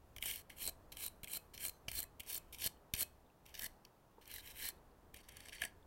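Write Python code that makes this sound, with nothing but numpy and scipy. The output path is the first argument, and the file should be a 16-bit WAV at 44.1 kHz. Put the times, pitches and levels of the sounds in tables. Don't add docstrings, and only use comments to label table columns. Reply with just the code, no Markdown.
import sys
import numpy as np
from scipy import signal
from scipy.fft import rfft, irfft, next_fast_len
from scipy.io import wavfile
from scipy.ndimage import uniform_filter1d, map_coordinates

SR = 44100
rng = np.random.default_rng(int(sys.argv[2]) if len(sys.argv) > 2 else 0)


def int16_out(signal):
    q = np.round(np.clip(np.atleast_2d(signal).T, -1, 1) * 32767)
    wavfile.write(sys.argv[1], SR, q.astype(np.int16))


N = 258514

# (touch time [s], rise [s], hold [s], scratch at full press [dB],
# scratch at lift [dB], trailing wires [dB], then rings against the scratch at touch: jaw [dB], tip [dB],
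# handle [dB]; loudest tip mode: pitch at touch [Hz], pitch at lift [Hz], drive gain at lift [dB])
STROKES = [(0.202, .095, 0.12, -44, -60, -86.5, -1.5, -7, -8, 4250, 4170, -7),
           (0.553, 0.072, 0.07, -48, -49, -79, -3.5, -8, -16, 4150, 4070, 0.5),
           (0.953, 0.079, 0.05, -46, -55, -68.5, -3, -8, -15.5, 4000, 4002, 1),
           (1.267, 0.068, 0.039, -47, -45, -66.5, -3.5, -10.5, -14, 3930, 4160, 1),
           (1.577, 0.069, 0.052, -44.5, -60, -67.5, -3.5, -7.5, -10, 4150, 4150, 0),
           (1.903, 0.08, 0.052, -43.5, -58.5, -82.5, -6, -7.5, -12, 4250, 4130, 0.5),
           (2.262, .04, 0.081, -46.5, -52, -87, -6.5, -4, -15, 4300, 4300, -2),
           (2.576, 0.08, 0.019, -41.5, -41.5, -71.5, -3.5, -4, -11, 4300, 4300, -3.5),
           (2.958, 0.043, .033, -42, -47, -70, -8, -7, -12, 4350, 4170, -2),
           (3.555, 0.09, 0.018, -50, -46.5, -73, -7, -4, 0.5, 4350, 4300, -5),
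           (4.252, 0.1045, 0.0552, -54.5, -62.5, -81, 3, -3, -2.5, 4100, 3920, -1.5),
           (4.405, 0.0433, 0.068, -61.5, -58.5, -66.5, 3.5, -4, -4, 4100, 3830, -9),
           (4.532, .13, 0.044, -45.5, -56, -74, -0.5, -5.5, -4, 3800, 4190, -1.5),
           (5.136, 0.0068, 0.0723, -67.5, -67, -82.5, 5.5, -2.5, -1, 4450, 4490, -5),
           (5.277, 0.0078, 0.174, -72.5, -66.5, -62, 6, -3, 2.5, 4450, 4450, -3.5),
           (5.518, .01, 0.078, -58.5, -69, -68, 3, -2, 3, 4450, 4450, -0.5),
           (5.588, 0.047, 0.048, -51.5, -68, -83, 4.5, -5.5, 5.5, 4450, 4535, -2.5)]
# (time [s], jolt dip [dB],
# knock drive [dB])
JOLTS = [(0.165, -53, -49), (0.227, -57, -55.5), (0.681, -56, -41.5), (1.234, -47.5, -45),
         (1.37, -70.5, -45), (1.882, -41.5, -39.5), (2.203, -52, -55), (2.661, -45.5, -40.5),
         (2.672, -75.5, -45.5), (2.937, -37, -43.5), (3.016, -51, -45), (5.143, -57, -67),
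         (5.621, -59, -42), (5.637, -71, -39)]


def amp(db):
    return 10 ** (np.asarray(db) / 20)


def unit(x):
    return x / np.sqrt(np.mean(x ** 2) + 1e-20)


def along(points, hz):
    f, v = np.transpose(points)
    return np.interp(np.log(hz + 1), np.log(f + 1), v)


def curves(rows):
    s, *columns = np.transpose(rows)
    return [np.interp(np.arange(N) / SR, s, column) for column in columns]


def wobble(rate):
    knots = rng.standard_normal(int(N * rate / SR) + 4)
    return map_coordinates(knots, [np.arange(N) * rate / SR])


def filtered(x, response):
    m = next_fast_len(N + SR // 2)
    gain = response(np.fft.rfftfreq(m, 1 / SR))
    gain = gain / np.sqrt(np.mean(abs(gain) ** 2))
    return irfft(rfft(x, m) * gain, m)[:N]


def modes(table):
    def one(f, centre, width):
        return 1j * f * width / (centre * centre - f * f + 1j * f * width)

    def response(f):
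        total = 0
        for k, (centre, width, db) in enumerate(table):
            sign = (-1) ** k
            total = total + sign * amp(db) * one(f, centre, width) * one(f, centre, 3 * width)
        return total
    return response


def colour(points):
    return lambda hz: amp(along(points, hz))


def garden():
    # (time [s], level [dB])
    traffic_course = [(0, -69.5), (.64, -66), (1.9, -67.5), (2.68, -67), (3.38, -70), (3.7, -67),
                      (4.03, -70), (4.65, -66), (5.04, -68.5), (5.86, -67.5)]
    # (frequency [Hz], relative density [dB per Hz])
    traffic_colour = [(71, -28), (120, -5), (226, -9), (284, -9.5), (414, -9), (449, -10), (942, -12.5),
                      (1950, -25.5), (3000, -50), (3900, -66), (6600, -120)]
    # (frequency [Hz], relative density [dB per Hz])
    hiss_colour = [(1000, -12.5), (2500, 3.5), (5000, -1.5), (8000, -3.5), (12000, -2.5), (16000, -0.5)]
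    hiss_db = -79
    level = amp(curves(traffic_course)[0] + 0.23 * wobble(11))
    traffic = level * filtered(rng.standard_normal(N), colour(traffic_colour))
    hiss = amp(hiss_db) * filtered(rng.standard_normal(N), colour(hiss_colour))
    return traffic + hiss


def shirt(press):
    # (time [s], level [dB])
    arm_course = [(0, -68), (.23, -58), (.44, -69), (.78, -63), (1.19, -69.5), (1.6, -62.5), (1.83, -69),
                  (1.89, -57.5), (2.15, -69), (2.66, -66), (2.92, -73), (2.94, -65), (3.07, -65.5),
                  (3.36, -74.5), (3.62, -64.5), (3.95, -77.5), (4.42, -65.5), (5.07, -69), (5.63, -65),
                  (5.86, -70)]
    # (frequency [Hz], relative density [dB per Hz])
    cloth_colour = [(15, -8), (25, -2), (45, -4.5), (80, -4.5), (130, -20.5), (250, -47.5)]
    effort_db, effort_from_db, effort_s = 3, -63, 0.013
    jolts, t = np.zeros(N + SR), np.arange(SR // 20) / SR
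    dip = np.exp(-((t - .002) / 0.0017) ** 2)
    rebound = .5 * np.exp(-((t - .008) / 0.0036) ** 2)
    for s, db, _ in JOLTS:
        jolts[round(s * SR):][:len(t)] += amp(db) * (rebound - dip)
    working = uniform_filter1d(press / (press + amp(effort_from_db)), round(effort_s * SR))
    level = amp(curves(arm_course)[0] + effort_db * working + 1.5 * wobble(9.3))
    return jolts[:N] + level * filtered(rng.standard_normal(N), colour(cloth_colour))


def crowd(gains, count):
    over_scratch_db, scatter_db = -1, 3
    steel_db, wood_db, ring_scatter_db = -1, -1, 3
    s = rng.random(count) * N / SR
    chance = rng.standard_normal((count, 3))
    db, jaw_db, _, handle_db = 20 * np.log10(gains[:, (s * SR).astype(int)] + 1e-9)
    rings_db = np.c_[jaw_db - db + steel_db, handle_db - db + wood_db]
    burst_db = db + over_scratch_db + scatter_db * chance[:, 0]
    return np.c_[s, burst_db, rings_db + ring_scatter_db * chance[:, 1:]]


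def snap_shape():
    t = np.arange(SR // 30) / SR
    return amp(-60 * t / .014) * (1 - np.exp(-t / .0005))


def add_snaps(drive, gains, wires):
    # (time [s], burst [dB], steel ring against burst [dB], wood ring against burst [dB])
    single_snaps = [(.1632, -43, 0.5, -13), (.1824, -46, 4, -3), (.209, -55, -18, -25),
                    (.217, -53.5, -2.5, -12), (.225, -34.5, 4.5, -10), (.2375, -34, -20, -13),
                    (.2575, -31, -12, -14), (.2661, -39, -8, -13), (.2834, -48, -17, -14),
                    (.3113, -43, 7.5, -14.5), (.3362, -43, 4, -20), (.3581, -37.5, -5.5, -22),
                    (.4999, -54, 2, 9), (.5839, -48, -7, -10.5), (.619, -42.5, -2, -3),
                    (.6286, -38, -25, -30), (.641, -38, -27, -34), (.653, -37, -20, -25),
                    (.664, -33, -12, -24), (.6754, -29, -15.5, -28.5), (.6929, -35.5, -17, -22),
                    (.9234, -48, -23.5, -19.5), (.9498, -56.5, -1.5, -9), (.9693, -41, -2, -11),
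                    (1.0379, -33, -26, -32.5), (1.0486, -40.5, -20.5, -33.5), (1.0631, -30, -17, -32),
                    (1.0791, -41, -9, -25), (1.2326, -40, -3.5, -22), (1.2432, -39.5, 2, -8.5),
                    (1.2736, -48, 3, -17), (1.2808, -46, -2, -19), (1.334, -33.5, -9, -14.5),
                    (1.35, -40, -9, -28), (1.3699, -35.5, -15, -25.5), (1.54, -49.5, -3.5, -17.5),
                    (1.5473, -47, -3, -15), (1.5768, -44.5, 0.5, -6), (1.6073, -44.5, -1, -4),
                    (1.6505, -30, -11.5, -20), (1.6629, -32, -17, -32), (1.6702, -37.5, -15, -24),
                    (1.6821, -32.5, -24, -30), (1.6939, -37, -11, -26), (1.882, -45, 11.5, -6),
                    (1.8872, -44, 1.5, -2), (1.9151, -35.5, -4, -11), (1.9552, -43.5, -9, -16),
                    (1.9903, -31.5, -41, -19), (2.002, -32, -27, -33), (2.0215, -48, -2, -25),
                    (2.0289, -35, -33, -18), (2.0384, -40.5, -17, -8), (2.196, -49.5, -8.5, -20),
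                    (2.203, -38, 0.5, -17), (2.2329, -54, -9, -11), (2.2625, -55, 2, -22),
                    (2.3294, -38, -12, -16), (2.3455, -35, -14, -20), (2.353, -36.5, -8, -17),
                    (2.3611, -34.5, -16, -27), (2.3773, -34.5, -25, -36), (2.5278, -59, -13.5, -26),
                    (2.5457, -46, 1, -23), (2.5844, -49.5, 1.5, -24), (2.62, -42.5, 8, -15),
                    (2.6414, -36, -0.5, -21), (2.662, -29, -14, -21), (2.6718, -37.5, -12, -25),
                    (2.9368, -29, -1.5, -13.5), (2.9449, -50, 11, 2), (2.9503, -36, -9, -10),
                    (2.9629, -42.5, 2, -5), (2.995, -42, -19, -22.5), (3.004, -39, -11.5, -21),
                    (3.008, -29.5, -10, -20), (3.0141, -31.5, -9.5, -14.5), (3.0226, -30, -11, -21),
                    (3.0286, -31.5, -15, -15), (3.4621, -53.5, 0.5, -10), (3.492, -62, 5, -7),
                    (3.504, -66.5, -4.5, -2.5), (3.5417, -47.5, -9, -5), (3.5504, -48, 1, -2),
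                    (3.5762, -52, 2, -16), (3.5929, -34.5, -4.5, -25), (3.6108, -50, -14, -8),
                    (3.62, -36.5, -10, -29), (3.6335, -39, -10, -9), (3.6424, -31.5, -17, -30),
                    (3.6635, -38, -6, -14.5), (3.8499, -54.5, 5, -8), (4.2555, -56.5, 0, -15.5),
                    (4.2768, -48, -11, -25), (4.3134, -42.5, -11, -5.5), (4.3395, -40, -12, -15),
                    (4.3604, -44, -4, -1), (4.382, -48, -9, 3.5), (4.4609, -60.5, -6, -12),
                    (4.4733, -54.5, 8.5, -4.5), (4.518, -54.5, -13, -18), (4.5684, -65, 12, -11),
                    (4.6524, -40, -12, -3), (4.687, -31, -16, -28), (5.1424, -41, -9, -13),
                    (5.1633, -50.5, -14, -7), (5.17, -49.5, -8, -6.5), (5.287, -44, -17.5, -8),
                    (5.2909, -45.5, -9, -6), (5.3209, -51, -18, -13.5), (5.3684, -41, -12, -15),
                    (5.404, -44.5, -6, -7.5), (5.4556, -53, -4, 1), (5.4844, -42.5, -5.5, -10),
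                    (5.4928, -51, 7.5, -9.5), (5.5296, -51, 4, 4), (5.5499, -46, -11, -16),
                    (5.5826, -63, 14, 7), (5.5962, -59, 7, -8), (5.6182, -29.5, -4, -1),
                    (5.636, -34.5, 2.5, -1), (5.6502, -30.5, -13, -6)]
    tip_db, tip_share = 4, 0.56
    knock_db, knock_share = -11, 0.4
    shape = snap_shape()
    size = len(shape)
    gains = np.pad(gains, ((0, 0), (0, SR)), 'edge')
    for s, db, steel_db, wood_db in np.r_[single_snaps, crowd(gains[:, :N], count=240)]:
        noise = shape * rng.standard_normal(size)
        at, burst = round(s * SR), amp(db) * np.linalg.norm(shape)
        pluck = 1.33 * noise + shape * wires[at:][:size]
        rings = amp([steel_db, tip_db + tip_share * steel_db, wood_db, knock_db + knock_share * wood_db])
        rings[1] *= gains[2, at + 88] / (gains[0, at + 88] + 1e-9)
        drive[0, at:][:size] += burst * pluck / np.linalg.norm(pluck)
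        drive[1:, at:][:, :size] += burst * rings[:, None] * noise / np.linalg.norm(noise)


def add_knocks(drive):
    shape = snap_shape()
    for s, _, db in JOLTS:
        noise = shape * rng.standard_normal(len(shape))
        burst = amp(db) * np.linalg.norm(shape)
        drive[4, round(s * SR):][:len(shape)] += burst * noise / np.linalg.norm(noise)


def contact():
    # (time [s], scratch [dB], t60 [s],
    # then rings against the scratch: jaw [dB], tip [dB], handle [dB])
    landings = [(.164, -61, 0.1, -9.5, -5.5, -13.5), (0.497, -60.5, 0.21, -0.5, -4, -2.5),
                (0.92, -50, .07, -3, -1.5, -13), (1.234, -59.5, 0.16, -2, -10, -12),
                (1.536, -58.5, 0.195, -4, 0, -9), (1.882, -51.5, 0.13, 3, -1, -15),
                (2.198, -52.5, 0.0754, 0, -6, -21), (2.232, -70, 1, 2, -2, -10),
                (2.526, -51.5, 0.163, -5, -2, -25), (2.938, -47, 0.099, -4.5, 1.5, -16),
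                (3.455, -71.5, 0.85, 1, 1.5, -4), (3.541, -59.5, 0.33, -1, 6.5, -7),
                (3.845, -84, 0.38, -3, 0, -1), (4.212, -69.5, .3, -1, 2, -5),
                (5.232, -72, 0.44, -7, 5.5, -3)]
    slide_db = -10, 2.5, -7
    attack_bend = 1.15
    release_t60, trail_t60 = 0.013, 0.38
    trail_ring_db = -2
    power = np.zeros((4, N + SR))
    for touch, rise, hold, full_db, lift_db, trail_db, *ring_db in np.array(STROKES)[:, :9]:
        t = touch + np.arange(SR // 2) / SR
        full, lift = touch + rise, touch + rise + hold
        after = np.maximum(t - lift, 0)
        along_blade = np.clip((t - touch) / (lift - touch), 0, 1)
        rising = np.minimum((t - touch) / (full - touch), 1) ** attack_bend
        held = rising * amp(np.interp(t, [full, lift], [full_db, lift_db]) - 60 * after / release_t60)
        trail = (t > lift) * amp(trail_db - 60 * after / trail_t60)
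        trail = trail * amp([0, *[trail_ring_db] * 3])[:, None]
        rings = amp([0 * t, *(db + change * along_blade for db, change in zip(ring_db, slide_db))])
        power[:, round(touch * SR):][:, :len(t)] += ((held + trail) * rings) ** 2
    t = np.arange(SR // 2) / SR
    for s, db, t60, *ring_db in landings:
        scuff = amp(db - 60 * t / t60) * amp([0, *ring_db])[:, None]
        power[:, round(s * SR):][:, :len(t)] += scuff ** 2
    return np.sqrt(abs(uniform_filter1d(power[:, :N], size=88)))


def scratch(grain_db, clump_db):
    strength = amp(grain_db * wobble(700) + clump_db * wobble(140))
    return unit(rng.standard_normal(N) * strength)


def pings(count, size_db, t60):
    when, pitch, size = rng.random((count, 3)).T[..., None]
    k = np.arange(SR // 150)
    decay = amp(-size_db * np.log(size) - 60 * k / SR / t60)
    ring = decay * np.sin(2 * np.pi * (5500 + 10500 * pitch) * k / SR)
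    return unit(np.bincount(((when * N).astype(int) + k).ravel(), ring.ravel())[:N])


def edge(drive, width_hz):
    swell_db, step_hz = 8, 150
    path = []
    for touch, rise, hold, *_, from_hz, to_hz, lift_db in STROKES:
        path.append((touch, from_hz, lift_db - swell_db))
        path.append((touch + rise + hold, to_hz, lift_db))
    hz, db = curves(path)
    out = np.zeros(N)
    for centre in np.arange(3700, 4751, step_hz):
        near = np.sqrt(np.clip(1 - abs(hz - centre) / step_hz, 0, 1))
        out += filtered(drive * amp(db) * near, modes([(centre, width_hz, 0)]))
    return out


def turned_grip(wire):
    # (time [s], gain [dB])
    grip = [(0, 2.5), (4.9, 3.5), (5.1, -2), (5.86, -4)]
    top = filtered(wire, lambda hz: hz > 11000)
    top = top * np.dot(top, wire) / np.dot(top, top)
    return wire + (amp(curves(grip)[0]) - 1) * top


def brush(gains):
    # (frequency [Hz], relative density [dB per Hz])
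    wire_colour = [(3240, -13), (5500, -28.5), (6670, -7), (8560, -0.5), (11200, -3.5), (13000, -1.5),
                   (15200, -10.5), (16000, -2)]
    # (frequency [Hz], width [Hz], relative level [dB])
    jaw_modes = [(2299, 448, 3), (2550, 620, -1), (3152, 398, 2)]
    # (frequency [Hz], width [Hz], relative level [dB])
    tip_modes = [(3660, 540, 4.5), (4820, 127, -3), (5500, 840, 4)]
    # (frequency [Hz], width [Hz], relative level [dB])
    handle_modes = [(1690, 189.4, -2), (2026, 250, -1)]
    # (frequency [Hz], width [Hz], relative level [dB])
    knock_modes = [(325, 630, 2), (683, 57, 10.5), (1225, 1140, -3.5)]
    wander_db, wander_rate = 1, 30
    press = gains[0]
    rub = scratch(grain_db=2.0, clump_db=-1.0)
    wires = np.pad(pings(count=14000, size_db=2.5, t60=0.0145), (0, SR))
    drive = np.zeros((5, N + SR))
    drive[:, :N] = rub * gains[[0, 1, 2, 3, 0]] * amp([[-2], [0], [0], [0], [-26]])
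    drive[1:, :N] *= amp([wander_db * wobble(wander_rate) for _ in drive[1:]])
    drive[0, :N] += press * amp(-5.5) * wires[:N]
    add_snaps(drive, gains, wires)
    add_knocks(drive)
    wire = turned_grip(filtered(drive[0, :N], colour(wire_colour)))
    jaw = filtered(drive[1, :N], modes(jaw_modes))
    tip = amp(-4.0) * filtered(drive[2, :N], modes(tip_modes))
    loudest_tip = edge(drive[2, :N], width_hz=260)
    handle = filtered(drive[3, :N], modes(handle_modes))
    knock = filtered(drive[4, :N], modes(knock_modes))
    return wire + jaw + tip + loudest_tip + handle + knock


def ringing():
    # (time [s], low mode [dB], middle mode [dB], high mode [dB])
    blade_rings = [(.7, -70, -83, -90), (1.382, -63, -82, -90), (1.735, -92, -71.5, -76),
                   (2.05, -68, -84, -87), (2.384, -66, -78.5, -90), (3.032, -55.5, -83, -88),
                   (4.711, -71, -86, -84)]
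    # (frequency [Hz], t60 [s])
    blade_modes = [(2560, 0.16), (4080, 0.16), (6270, 0.29)]
    # (time [s], level before the soft onset [dB], pitch [Hz])
    taps = [(2.77, -57.5, 3000), (3.264, -61.5, 3560), (3.301, -58, 2644), (3.96, -71.5, 2200),
            (4.182, -50, 443), (4.182, -47, 916), (4.778, -58.5, 3800), (4.915, -63.5, 4380),
            (5.828, -56, 3500)]
    out, t = np.zeros(N + SR), np.arange(SR // 3) / SR
    onset = 1 - np.exp(-t / 0.00085)

    def tone(hz, db, t60):
        return amp(db - 60 * t / t60) * np.sin(2 * np.pi * hz * t) * onset

    for s, *strengths_db in blade_rings:
        for (hz, t60), db in zip(blade_modes, strengths_db):
            out[round(s * SR):][:len(t)] += tone(hz, db, t60)
    for s, db, hz in taps:
        out[round(s * SR):][:len(t)] += tone(hz, db, 0.0049 + 14 / hz)
    return out[:N]


def yard(x):
    # (frequency [Hz], t60 [s])
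    decay = [(300, 1), (2000, 0.275), (6000, 0.21), (15000, 0.12)]
    hz, t, z = signal.stft(rng.standard_normal(SR // 2), SR, nperseg=256)
    fading = z * amp(-60 * t / along(decay, hz)[:, None])
    tail = signal.istft(fading, SR, nperseg=256)[1]
    delayed = np.pad(x, (300, 0))
    return signal.fftconvolve(delayed, tail / np.linalg.norm(tail))[:N]


def scene():
    gains = contact()
    work = brush(gains) + ringing()
    heard = work + amp(-19.0) * yard(work) + shirt(gains[0]) + garden()
    return np.tile(heard, (2, 1))


def record(dry):
    top_hz, slope_hz = 15950, 40
    m = next_fast_len(N + SR // 2)
    keep = 1 / (1 + np.exp((np.fft.rfftfreq(m, 1 / SR) - top_hz) / slope_hz))
    return irfft(rfft(dry, m) * keep, m)[:, :N]


dry = scene()
out = record(dry)
int16_out(out)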